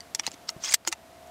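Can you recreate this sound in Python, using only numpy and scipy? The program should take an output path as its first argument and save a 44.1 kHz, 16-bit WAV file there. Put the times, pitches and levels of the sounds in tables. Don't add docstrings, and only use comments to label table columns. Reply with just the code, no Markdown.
import sys
import numpy as np
from scipy import signal
from scipy.fft import rfft, irfft, next_fast_len
from scipy.io import wavfile
from scipy.ndimage import uniform_filter1d, map_coordinates

SR = 44100
rng = np.random.default_rng(int(sys.argv[2]) if len(sys.argv) > 2 else 0)


def level_to_linear(level):
    exponent = np.asarray(level, float) / 20
    return 10 ** exponent


def dump_mix(stems):
    frames = np.atleast_2d(stems).T
    limited = np.clip(frames, -1, 1)
    pcm = np.round(limited * 32767).astype(np.int16)
    wavfile.write(sys.argv[1], SR, pcm)


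N = 57330


def unit(x):
    return x / np.sqrt(np.mean(x ** 2) + 1e-20)


def along(points, hz):
    f, v = np.transpose(points)
    return np.interp(np.log(hz + 1), np.log(f + 1), v)


def wobble(rate):
    knots = rng.standard_normal(2000)
    return map_coordinates(knots, [np.arange(N) * min(rate, 1500) / SR])


def filtered(x, response):
    m = next_fast_len(N + SR // 2)
    hz = np.fft.rfftfreq(m, 1 / SR)
    return irfft(rfft(x, m) * response(hz), m)[..., :N]


def open_air():
    # (frequency [Hz], level [dB per Hz])
    air_spectrum = [(15, -39), (25, -6), (338, -6), (431, -9), (684, -5.5), (1240, -12.5), (2880, -17.5),
                    (13500, -27.5), (16400, -37)]
    hiss = filtered(rng.standard_normal(N), lambda f: level_to_linear(along(air_spectrum, f)))
    return level_to_linear(-52.5 + 0.27 * wobble(2.6)) * unit(hiss)


def far_machine():
    # (frequency [Hz], level [dB])
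    motor_tones = [(651, -62), (704, -63), (76, -69)]
    grows_db, sway_db, sways_per_s = 4.5, 2.5, 9
    t = np.arange(N) / SR
    drone = np.zeros(N)
    for hz, db in motor_tones:
        level_db = db + grows_db * t ** 2 + sway_db * wobble(sways_per_s)
        phase = 2 * np.pi * hz * t + .9 * wobble(14)
        drone += np.sqrt(2) * level_to_linear(level_db) * np.sin(phase)
    return drone


def ground(x):
    bounce_s, bounce_db = .0054, -14
    scatter_db, scatter_t60 = -17, .025
    t = np.arange(SR // 10) / SR
    scatter = rng.standard_normal(len(t)) * level_to_linear(-60 * t / scatter_t60)
    echo = level_to_linear(scatter_db) * scatter / np.linalg.norm(scatter)
    echo[0] += level_to_linear(bounce_db)
    return np.pad(signal.fftconvolve(x, echo), (round(bounce_s * SR), 0))[:N]


def rubbing(centre_hz):
    # (frequency [Hz], level [dB])
    grit_colour = [(300, -24.5), (700, -6), (2100, -3), (4000, -6.5), (6300, -6), (8500, -11.5),
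                   (10500, -24.5), (16000, -19.5)]
    # (frequency [Hz], width [Hz])
    tube_modes = [(2100, 92), (3300, 330), (4700, 530), (5700, 68), (6400, 160), (7500, 530)]
    grit_db, slips_per_s, tube_db = 1.5, 300, -8
    rub_q, rub_peak_db, squeak_db = 1.8, 7, 2.5

    def tube(f):
        modes = sum(1j * f * w / (c * c - f * f + 1j * f * w) for c, w in tube_modes)
        return 1 + level_to_linear(tube_db) * modes

    grit = rng.standard_normal(N) * level_to_linear(grit_db * wobble(slips_per_s))
    rub = filtered(grit, lambda f: level_to_linear(along(grit_colour, f)) * tube(f))
    hz, t, z = signal.stft(rub, SR, nperseg=128)
    centre = np.interp(t, np.arange(N) / SR, centre_hz)
    octaves_off = np.log2((hz[:, None] + 1) / centre)
    z = z * level_to_linear(rub_peak_db / (1 + (rub_q * octaves_off) ** 2))
    squeaks = uniform_filter1d(rng.standard_normal(z.shape), size=2, axis=0)
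    squeaks = uniform_filter1d(squeaks, size=4, axis=1)
    z = z * level_to_linear(squeak_db * unit(squeaks))
    y = signal.istft(z, SR, nperseg=128)[1][:N]
    return y / np.sqrt(np.abs(uniform_filter1d(y ** 2, size=3000)) + 1e-20)


def scrapes():
    # (time [s], level [dB], rub centre [Hz])
    push = [
        (.6, -62.5, 5360),
        (0.635, -39.5, 5470),
        (0.646, -31, 5950),
        (0.668, -36.5, 5500),
        (0.697, -33, 6000),
        (.702, -38, 6500),
        (.708, -35, 7500),
        (.72, -33, 7000),
        (0.739, -39, 5940),
    ]
    # (start [s], length [s], start level [dB], end level [dB], rub centre [Hz])
    drags = [
        (.186, .01, -56, -42, 5060),
        (.234, .032, -47, -44, 2600),
        (.27, .019, -36, -47, 5000),
        (.326, .02, -55, -47, 5100),
        (.473, .018, -58, -36, 5300),
        (.862, .0127, -53, -24, 6500),
        (.9162, .01, -33, -35, 6200),
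    ]
    t = np.arange(N) / SR
    s, db, hz = np.transpose(push)
    level = level_to_linear(np.interp(t, s, db, left=-120, right=-120))
    centre = np.interp(t, s, hz)
    for s, length, start_db, end_db, hz in drags:
        level = level + level_to_linear(np.interp(t, [s, s + length], [start_db, end_db], left=-120, right=-120))
        centre = np.where((t > s - .003) & (t < s + length + .003), hz, centre)
    return uniform_filter1d(level, size=30) * rubbing(centre)


def squeals():
    # (middle [s], peak level [dB], frequency [Hz], half length [s])
    binds = [(.6395, -21, 5850, .0014), (.6425, -28, 6050, .001), (.6475, -29, 5000, .002),
             (.649, -28, 6200, .003), (.652, -29, 6600, .0015), (.656, -26, 5400, .0015),
             (.661, -34, 3300, .003), (.682, -30, 5150, .0015), (.681, -36, 3300, .003),
             (.687, -32, 5200, .002), (.692, -29, 6200, .003), (.697, -28, 6700, .003),
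             (.6955, -31, 2050, .0025), (.7075, -29, 6700, .002), (.712, -32, 4700, .002),
             (.708, -34, 8800, .0015), (.714, -34, 9500, .003), (.7155, -33, 7200, .002),
             (.4885, -31, 5200, .002)]
    t = np.arange(N) / SR
    out = np.zeros(N)
    for s, db, hz, half_s in binds:
        swell = np.exp(-((t - s) / half_s) ** 2)
        out += level_to_linear(db) * swell * np.sin(2 * np.pi * hz * (t - s))
    return out


def struck_mode(after, hz):
    return np.sin(2 * np.pi * hz * after) * (1 - np.exp(-after * hz * 3))


def knocks():
    # (time [s], peak level [dB], frequency [Hz], decay t60 [s])
    thumps = [(.149, -33, 910, .022), (.196, -27, 870, .016), (.2768, -22, 830, .016),
              (.278, -25, 450, .014), (.2785, -27, 300, .018), (.2672, -30, 900, .014),
              (.339, -39.5, 280, .059), (.491, -31, 1320, .022), (.4925, -34, 940, .025),
              (.5651, -19, 135, .012), (.5651, -29, 300, .012), (.8748, -14, 900, .011),
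              (.875, -21, 1410, .022), (.8765, -30, 580, .015), (.879, -28, 334, .075),
              (.927, -26, 885, .033), (.196, -40, 300, .04), (.743, -33, 500, .02), (.742, -27, 750, .015),
              (.238, -42, 3000, .05), (.245, -44, 2100, .05), (.24, -42, 1230, .04)]
    t = np.arange(N) / SR
    out = np.zeros(N)
    for s, db, hz, t60 in thumps:
        after = np.clip(t - s, 0, None)
        out += level_to_linear(db - 60 * after / t60) * struck_mode(after, hz)
    return out


def pings():
    # (time [s], peak level [dB], frequency [Hz], touch [s])
    steel_modes = [(.0054, -31, 4670, .0022), (.0054, -36, 5800, .0012), (.0056, -43, 8200, .002),
                   (.0056, -42, 2000, .003), (.1961, -18, 5630, .0022), (.1961, -21, 3390, .0013),
                   (.1963, -26, 2170, .003), (.1962, -27, 7550, .0015), (.2661, -18, 4150, .002),
                   (.2661, -20, 6600, .002), (.2755, -31, 2050, .002), (.2762, -22, 5000, .0017),
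                   (.3162, -34, 7200, .002), (.1483, -24, 5690, .003), (.1483, -24, 6590, .003),
                   (.1483, -25, 7720, .002), (.1493, -24, 4360, .0022), (.4909, -18, 5530, .0022),
                   (.4909, -23, 4340, .0025), (.4909, -24, 6520, .002), (.492, -30, 2070, .003),
                   (.5022, -33, 7600, .0015), (.5022, -42, 13900, .0015), (.8503, -34, 4900, .002),
                   (.9264, -27, 2780, .002), (.9266, -27, 1820, .003), (.9265, -29, 6270, .006),
                   (.9268, -28, 4510, .003), (.9266, -29, 3430, .002), (.8747, -21, 6900, .004),
                   (.8747, -22, 5020, .003), (.875, -23, 2030, .003), (.8748, -26, 2990, .003),
                   (.8735, -31, 13000, .003), (.8833, -21, 7000, .0015), (.8892, -24, 7600, .0015),
                   (.7221, -23, 2200, .0025), (.7221, -24, 6500, .002), (.7422, -17, 11320, .0045),
                   (.7422, -20, 13050, .004), (.7422, -26, 15000, .004), (.7415, -15, 1870, .003),
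                   (.743, -13, 5060, .003), (.7426, -12, 7750, .0018), (.7392, -14, 8100, .0014),
                   (.7392, -14, 6200, .0014), (.7432, -15, 6300, .002), (.7422, -16, 2940, .003),
                   (.7435, -21, 2250, .003)]
    t = np.arange(N) / SR
    out = np.zeros(N)
    for s, db, hz, touch_s in steel_modes:
        after = np.clip(t - s, 0, None)
        out += level_to_linear(db) * np.exp(-(after / touch_s) ** 2) * struck_mode(after, hz)
    return out


def strikes(rows, part):
    mode_count, spread_db, treble_from_hz = 40, 10, 9800
    tail_db, tail_t60, rise_s = -7, .028, .0001
    in_step = .4
    bass_cut_hz = 484
    out, t = np.zeros(N + SR), np.arange(SR // 20) / SR
    for s, db, tilt_db, touch_s, treble_db in rows:
        place, spread, phase = rng.random((3, mode_count, 1))
        hz = 700 + (np.arange(mode_count)[:, None] + place) * 15500 / mode_count
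        gain_db = along(part, hz) + tilt_db * np.log2(hz / 5000)
        gain_db = gain_db + treble_db * (hz > treble_from_hz) + spread_db * spread
        modes = level_to_linear(gain_db) * np.sin(2 * np.pi * (hz * t + in_step * phase))
        touching = np.exp(-(t / np.clip(touch_s, .0005, .005)) ** 2)
        tail = level_to_linear(tail_db - 60 * t / tail_t60)
        hit = np.sum(modes, axis=0) * (touching + tail) * (1 - np.exp(-t / rise_s))
        out[round(s * SR):][:len(t)] += level_to_linear(db) * hit / np.abs(hit).max()
    return filtered(out[:N], lambda f: (1j * f / (bass_cut_hz + 1j * f)) ** 2)


def rim_taps():
    # (time [s], peak level [dB], tilt [dB per octave], touch [s], treble [dB])
    taps = [
        (.0054, -37, -2, .0015, -4),
        (.1483, -15.5, -2, .0028, 4),
        (.2661, -14, -2, .0012, 3),
        (.3095, -39, -3, .001, -15),
        (.3155, -33, -4, .003, -2),
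        (.3298, -48, 0, .001, -6),
        (.3405, -39, -2, .002, -9),
        (.5022, -32, 1, .002, 0),
        (1.272, -47, 6, .002, 0),
        (.1568, -30, 2, .001, -8),
    ]
    # (frequency [Hz], level [dB])
    brass = [(410, -38), (700, -29), (3160, -3.5), (4150, -15.5), (5260, 0.5), (6480, -0.5), (14400, -20),
             (16000, -21)]
    return strikes(taps, brass)


def lifter_clacks():
    # (time [s], peak level [dB], tilt [dB per octave], touch [s], treble [dB])
    clacks = [
        (.1961, -17, -1, .002, -2),
        (.4908, -22, 1, .003, 0),
        (.5656, -43, -5, .003, -3),
        (.8503, -29, -2, .002, -12),
        (.2765, -25, 0, .0015, -9),
        (.9263, -9, 1, .0005, -2),
        (.9272, -22, -1, .003, -6),
        (.1929, -28, -1, .002, -6),
    ]
    # (frequency [Hz], level [dB])
    plate = [(410, -37), (700, -5.5), (1970, -4.5), (3840, -5.5), (5610, -4.5), (10900, -22), (13100, -31),
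             (16000, -49)]
    return strikes(clacks, plate)


def lifter_bounces():
    # (time [s], peak level [dB], tilt [dB per octave], touch [s], treble [dB])
    landings = [
        (.8746, -10, 1, .003, 6),
        (.8795, -17, 3, .003, 0),
        (.8832, -16, 3, .002, -6),
        (.889, -26, 1, .003, 0),
    ]
    # (frequency [Hz], level [dB])
    sprung_plate = [(410, -36), (700, -11.5), (2960, -1.5), (3990, -13.5), (4380, -1.5), (7110, 1),
                    (14600, -30), (16000, -8.5)]
    return strikes(landings, sprung_plate)


def stop_snaps():
    # (time [s], peak level [dB], tilt [dB per octave], touch [s], treble [dB])
    snaps = [
        (.7219, -17, -1, .0025, -10),
        (.7272, -19, 0, .0025, -16),
        (.7392, -7, -1, .0014, -24),
        (.7421, -2.5, -.5, .003, -10),
        (.7408, -14, 0, .001, -16),
        (.7449, -9, 0, .0015, -10),
        (.7471, -8, 0, .002, -10),
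        (.7505, -15, 1, .003, -10),
        (.7368, -19, 1, .002, -8),
    ]
    # (frequency [Hz], level [dB])
    stop_spring = [(410, -45), (700, -21.5), (1800, -2.5), (3000, -6.5), (5060, 1), (8000, 0.5),
                   (9800, -15), (16000, -6)]
    return strikes(snaps, stop_spring)


def scene():
    clicks = rim_taps() + lifter_clacks() + lifter_bounces() + stop_snaps()
    gun = scrapes() + squeals() + knocks() + pings() + clicks
    return (open_air() + far_machine() + ground(gun) + gun)[None]


def gain_control(x):
    from_db, share, back_s = -22, .6, .2
    level_db = 10 * np.log10(np.abs(uniform_filter1d(x[0] ** 2, size=220)) + 1e-12)
    over_db = np.clip(level_db - from_db, 0, None)
    t = np.arange(N) / SR / back_s
    held_db = np.exp(np.maximum.accumulate(np.log(over_db + 1e-6) + t) - t)
    return x * level_to_linear(-share * uniform_filter1d(held_db, size=600, origin=290))


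def band_limit(hz):
    top_hz, bottom_hz = 15750, 54
    return 1 / (1 + (hz / top_hz) ** 90) * hz ** 2 / (hz ** 2 + bottom_hz ** 2)


def roll_off(x):
    return signal.sosfilt(signal.butter(12, 16500, fs=SR, output="sos"), x)


def record(dry):
    mix = filtered(gain_control(dry), band_limit)
    return roll_off(mix)


dry = scene()
out = record(dry)
dump_mix(out)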